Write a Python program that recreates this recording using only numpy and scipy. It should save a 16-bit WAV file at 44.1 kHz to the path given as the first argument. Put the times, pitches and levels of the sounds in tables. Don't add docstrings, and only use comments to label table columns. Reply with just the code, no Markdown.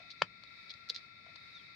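import sys
import numpy as np
from scipy import signal
from scipy.fft import rfft, irfft, next_fast_len
from scipy.io import wavfile
from scipy.ndimage import map_coordinates

SR = 44100
rng = np.random.default_rng(int(sys.argv[2]) if len(sys.argv) > 2 else 0)


def store_pcm(level_fs):
    pcm = np.round(np.clip(level_fs, -1, 1) * 32767).astype(np.int16)
    wavfile.write(sys.argv[1], SR, np.atleast_2d(pcm).T)


N = 77175

# pitch_hz, left_db, right_db
WHINE_PARTIALS = [(1136, -80, -89), (1944.5, -71, -90), (2084.5, -64.5, -85), (2133, -66, -81),
                  (2266.5, -63.5, -86), (2321.5, -67, -89), (2558.5, -65, -85), (2655.5, -73, -87),
                  (3506, -74, -77), (3743, -68, -65), (4314, -85, -72)]
# freq_hz, left_db_per_hz, right_db_per_hz
HISS_SPECTRUM = [(300, -106, -112), (1060, -104, -112), (1236, -100, -109), (1383, -83, -102),
                 (1472, -103, -111), (1780, -93.5, -108), (1990, -85.5, -102), (2400, -88, -100),
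                 (2544, -87.5, -102), (2794, -106, -112), (3120, -106, -111), (3620, -92.5, -104),
                 (3769, -102, -80.5), (4100, -90.5, -109.5), (4390, -101.5, -91.5), (4610, -101, -93.5),
                 (5350, -105, -102), (6030, -114, -118), (8550, -127, -128), (14900, -130, -130)]
# freq_hz, level_db_per_hz
RUMBLE_SPECTRUM = [(20, -114), (55, -101), (110, -93.5), (170, -93), (300, -101), (500, -109), (660, -105),
                   (850, -114), (4000, -150)]
# start_s, peak_db, pitch_hz, t60_s
SOLE_PATS = [(.002, -45.5, 696, 0.23), (.901, -48, 466, 0.05), (1.265, -46.5, 656, 0.0125),
             (1.285, -52.5, 660, 0.24)]
# freq_hz, gain_db
PAT_SPECTRUM = [(60, -40.5), (400, -16.5), (540, -2.5), (640, 7.5), (850, -13), (1400, -11), (3000, -11.5),
                (6000, -29), (12000, -75)]
# start_s, level_db, pitch_hz
GRIT_CRACKS = [(0.1038, -39.5, 4140), (.1150, -38.5, 4070), (0.4368, -40.5, 4100), (0.696, -39.5, 4080),
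               (0.7048, -33.5, 3970), (0.7079, -35.5, 3900), (0.7148, -36, 3950), (0.7391, -39, 4300),
               (0.8894, -36.5, 4260), (0.8954, -31.5, 4240), (.8982, -26.5, 3970), (0.9002, -19.5, 3990),
               (0.9042, -29.5, 4100), (0.9464, -35, 4210), (0.952, -32, 4220), (0.9620, -26, 4330),
               (1.3587, -39.5, 4350)]
# freq_hz, gain_db
GRAIN_SPECTRUM = [(100, -54), (450, -26), (900, -34), (2000, -17), (3000, -17), (3600, -0.5), (4200, 2.5),
                  (4750, -2.5), (5500, -14), (6300, -21.5), (8000, -40.5), (15000, -70)]
# start_s, peak_db
GRIT_SPLINTERS = [(0.89, -54), (.8953, -54), (0.9015, -46), (.9516, -72), (.958, -64), (.962, -66)]
# freq_hz, gain_db
SPLINTER_SPECTRUM = [(2000, -45), (6000, 0.5), (9000, -8), (15000, -13)]
# centre_s, half_length_s, level_db
SAND_SCUFFS = [(0.114, 0.008, -49), (0.216, 0.024, -61.5), (.708, 0.0084, -48.5), (0.902, 0.0046, -40),
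               (0.968, 0.013, -45.5), (1.361, 0.0036, -50)]
# start_s, gain_db, tilt_db_per_octave
SANDAL_SLAPS = [(0.2175, -17, -2), (0.2197, -0.5, -0.5), (0.2210, -13, 2), (0.4368, -34.5, 3.5),
                (1.3595, -36, 2.5)]
# freq_hz, gain_db
SLAP_SPECTRUM = [(40, -19), (270, -16.5), (400, 5.5), (600, 13.5), (820, 9), (1330, 13.5), (1560, 2.5),
                 (2200, 11), (3300, 4), (3950, -0.5), (4450, 4), (5400, -8.5), (7000, -20), (10000, -36),
                 (15000, -56)]
# freq_hz, gain_db
THUD_SPECTRUM = [(25, -21), (70, -9.5), (115, 1.5), (180, 0.5), (300, -17), (700, -17.5), (2000, -75)]
# time_s, pitch_hz, level_db
CHIRP_CONTOUR = [(1.53, 3900, -73), (1.549, 3800, -56.5), (1.572, 3590, -55), (1.592, 3380, -65),
                 (1.611, 3150, -70), (1.63, 3080, -83)]

HUM_HZ, BEAT_HZ, LULL_S = 1360, 13.46, 0.037
HUM_DB, HUM_PAN_DB, TWIN_DB = -72.5, 20.5, -3
DRIFT_RAD, FLUTTER_DB = 0.17, 1.5
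PAT_HZ, GRAIN_HZ, SAND_GRAINS_PER_S = 640, 4100, 2300
BOUNCE_S, BOUNCE_DB, BOUNCE_PAN_DB = 0.00236, -13, 21.5
THUD_DB, THUD_RISE_S, THUD_T60_S = -48.5, 0.0054, 0.21
UPPER_RATIO, UPPER_DB = 1.5, -18.5
SCATTER_HZ, TRAIL_S_PER_OCTAVE = 1110, 0.000319
VERGE_DB, VERGE_T60_S = -12.5, 0.09
TOP_HZ = 15250


def amp(db):
    return 10 ** (np.asarray(db) / 20)


def unit(x):
    return x / np.sqrt(np.mean(x ** 2) + 1e-20)


def clock():
    return np.arange(N) / SR


def pan(db):
    return amp(np.array([[db], [-db]]) / 2)


def add(out, start_s, x):
    part = out[:, max(round(start_s * SR), 0):][:, :x.shape[1]]
    part += x[:, :part.shape[1]]


def wobble(rate_hz):
    return map_coordinates(rng.standard_normal(int(N * rate_hz / SR) + 4), [clock() * rate_hz])


def colour(x, spectrum, shift=1, tilt_db=0, size=8192):
    hz, db = np.transpose(spectrum)
    octave = np.log2(np.fft.rfftfreq(size, 1 / SR) + 1)
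    gain_db = np.interp(octave, np.log2(hz * shift), db) + tilt_db * (octave - np.log2(hz).mean())
    cepstrum = irfft(np.log(amp(gain_db)))
    cepstrum[1:size // 2] *= 2
    cepstrum[size // 2 + 1:] = 0
    response = irfft(np.exp(rfft(cepstrum)))
    return signal.fftconvolve(np.atleast_2d(x), response[None], axes=1)[:, :N]


def noise(spectrum, channels=1):
    return colour(rng.standard_normal((channels, N)) * np.sqrt(SR / 2), spectrum)


def swell(start_s, rise_s, t60_s):
    t = np.maximum(clock() - start_s, 0)
    return (1 - np.exp(-t / rise_s)) * amp(-60 * t / t60_s)


def treble(x):
    return signal.lfilter(*signal.butter(2, SCATTER_HZ, 'highpass', fs=SR), x)


def scatter(t60_s, size=1024):
    tail = treble(rng.standard_normal((2, size)) * amp(-60 * np.arange(size) / SR / t60_s))
    return tail / np.linalg.norm(tail, axis=1, keepdims=True)


def contact(scatter_db, t60_s, size=1024):
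    return (np.arange(size) == 0) + amp(scatter_db) * scatter(t60_s, size)


def trail(x):
    size = next_fast_len(N + SR // 4)
    delay_s = TRAIL_S_PER_OCTAVE * np.log2(1 + np.fft.rfftfreq(size, 1 / SR) / SCATTER_HZ)
    lag_rad = 2 * np.pi * np.cumsum(delay_s) * SR / size
    return irfft(rfft(x, size) * np.exp(-1j * lag_rad), size)[:, :N]


def hum():
    phase = 2 * np.pi * HUM_HZ * clock()
    beat_rad = 2 * np.pi * BEAT_HZ * (clock() - LULL_S) + DRIFT_RAD * wobble(20)
    tones = np.sin(phase) - amp(TWIN_DB) * np.sin(phase + beat_rad)
    return np.sqrt(2) * amp(HUM_DB) * pan(HUM_PAN_DB) * tones


def whine():
    out = np.zeros((2, N))
    for hz, left_db, right_db in WHINE_PARTIALS:
        phase = 2 * np.pi * (hz * clock() + rng.random((2, 1))) + DRIFT_RAD * wobble(5.84)
        flutter = amp(FLUTTER_DB * wobble(14.94))
        out += np.sqrt(2) * amp([[left_db], [right_db]]) * flutter * np.sin(phase)
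    return out


def air():
    hz, left_db, right_db = np.transpose(HISS_SPECTRUM)
    hiss = np.vstack([noise(np.c_[hz, left_db]), noise(np.c_[hz, right_db])])
    rumble = noise(RUMBLE_SPECTRUM) + amp(-23.5) * noise(RUMBLE_SPECTRUM, channels=2)
    return hiss * amp(1.43 * wobble(7.1)) + pan(db=5) * rumble


def pats():
    out = np.zeros((2, N))
    t = clock()[:SR // 4]
    push = t == 0
    for start_s, peak_db, hz, t60_s in SOLE_PATS:
        shuffle = unit(rng.standard_normal(len(t)) * amp(-60 * t / t60_s)) / np.sqrt(len(t))
        pat = colour(push + amp(1) * shuffle, PAT_SPECTRUM, shift=hz / PAT_HZ)
        add(out, start_s, pan(5.1) * amp(peak_db) * pat / np.abs(pat).max())
    return out


def grit():
    stones = np.zeros((2, N))
    for start_s, level_db, hz in GRIT_CRACKS:
        tick = colour(contact(scatter_db=0.5, t60_s=0.0058), GRAIN_SPECTRUM, shift=hz / GRAIN_HZ)
        add(stones, start_s, amp(level_db) * tick / np.abs(tick).max(axis=1).mean())
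    for start_s, peak_db in GRIT_SPLINTERS:
        splinter = colour(scatter(t60_s=0.022), SPLINTER_SPECTRUM)
        add(stones, start_s, amp(peak_db) * splinter / np.abs(splinter).max())
    hits = rng.random(N) < SAND_GRAINS_PER_S / SR
    grains = hits * (rng.standard_normal(N) + 0.73 * rng.standard_normal((2, N)))
    sand = unit(colour(grains, GRAIN_SPECTRUM, tilt_db=1.0))
    pressure = sum(amp(level_db) * np.exp(-((clock() - centre_s) / half_s) ** 2 / 2)
                   for centre_s, half_s, level_db in SAND_SCUFFS)
    return pan(3.1) * (stones + pressure * sand)


def slaps():
    out = np.zeros((2, N))
    for start_s, gain_db, tilt_db in SANDAL_SLAPS:
        crack = amp(gain_db) * colour(contact(scatter_db=-4, t60_s=0.015), SLAP_SPECTRUM, tilt_db=tilt_db)
        bounce = amp(BOUNCE_DB) * pan(BOUNCE_PAN_DB) * treble(crack)
        add(out, start_s, pan(2.3) * crack)
        add(out, start_s + BOUNCE_S, bounce)
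    hardest_s = max(SANDAL_SLAPS, key=lambda row: row[1])[0]
    thud = amp(THUD_DB) * unit(noise(THUD_SPECTRUM)) * swell(hardest_s, THUD_RISE_S, THUD_T60_S)
    return trail(out) + pan(-1.8) * thud


def bird():
    time_s, pitch_hz, level_db = np.transpose(CHIRP_CONTOUR)
    t = clock()
    phase = 2 * np.pi * np.cumsum(np.interp(t, time_s, pitch_hz)) / SR + 0.3 * wobble(300)
    voices = np.sin(phase) + amp(UPPER_DB) * np.sin(UPPER_RATIO * phase + 2 * wobble(590))
    envelope = amp(np.interp(t, time_s, level_db, -np.inf, -np.inf) + wobble(150))
    return pan(6.2) * np.sqrt(2) * envelope * voices


def verge(x):
    return amp(VERGE_DB) * signal.fftconvolve(x, scatter(VERGE_T60_S, size=SR // 3), axes=1)[:, :N]


def scene():
    events = slaps() + grit() + pats() + bird()
    return events + verge(events) + hum() + whine() + air()


def record(dry):
    size = next_fast_len(N + SR // 4)
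    passband = np.fft.rfftfreq(size, 1 / SR) < TOP_HZ
    return irfft(rfft(dry, size) * passband, size)[:, :N]


dry = scene()
out = record(dry)
store_pcm(out)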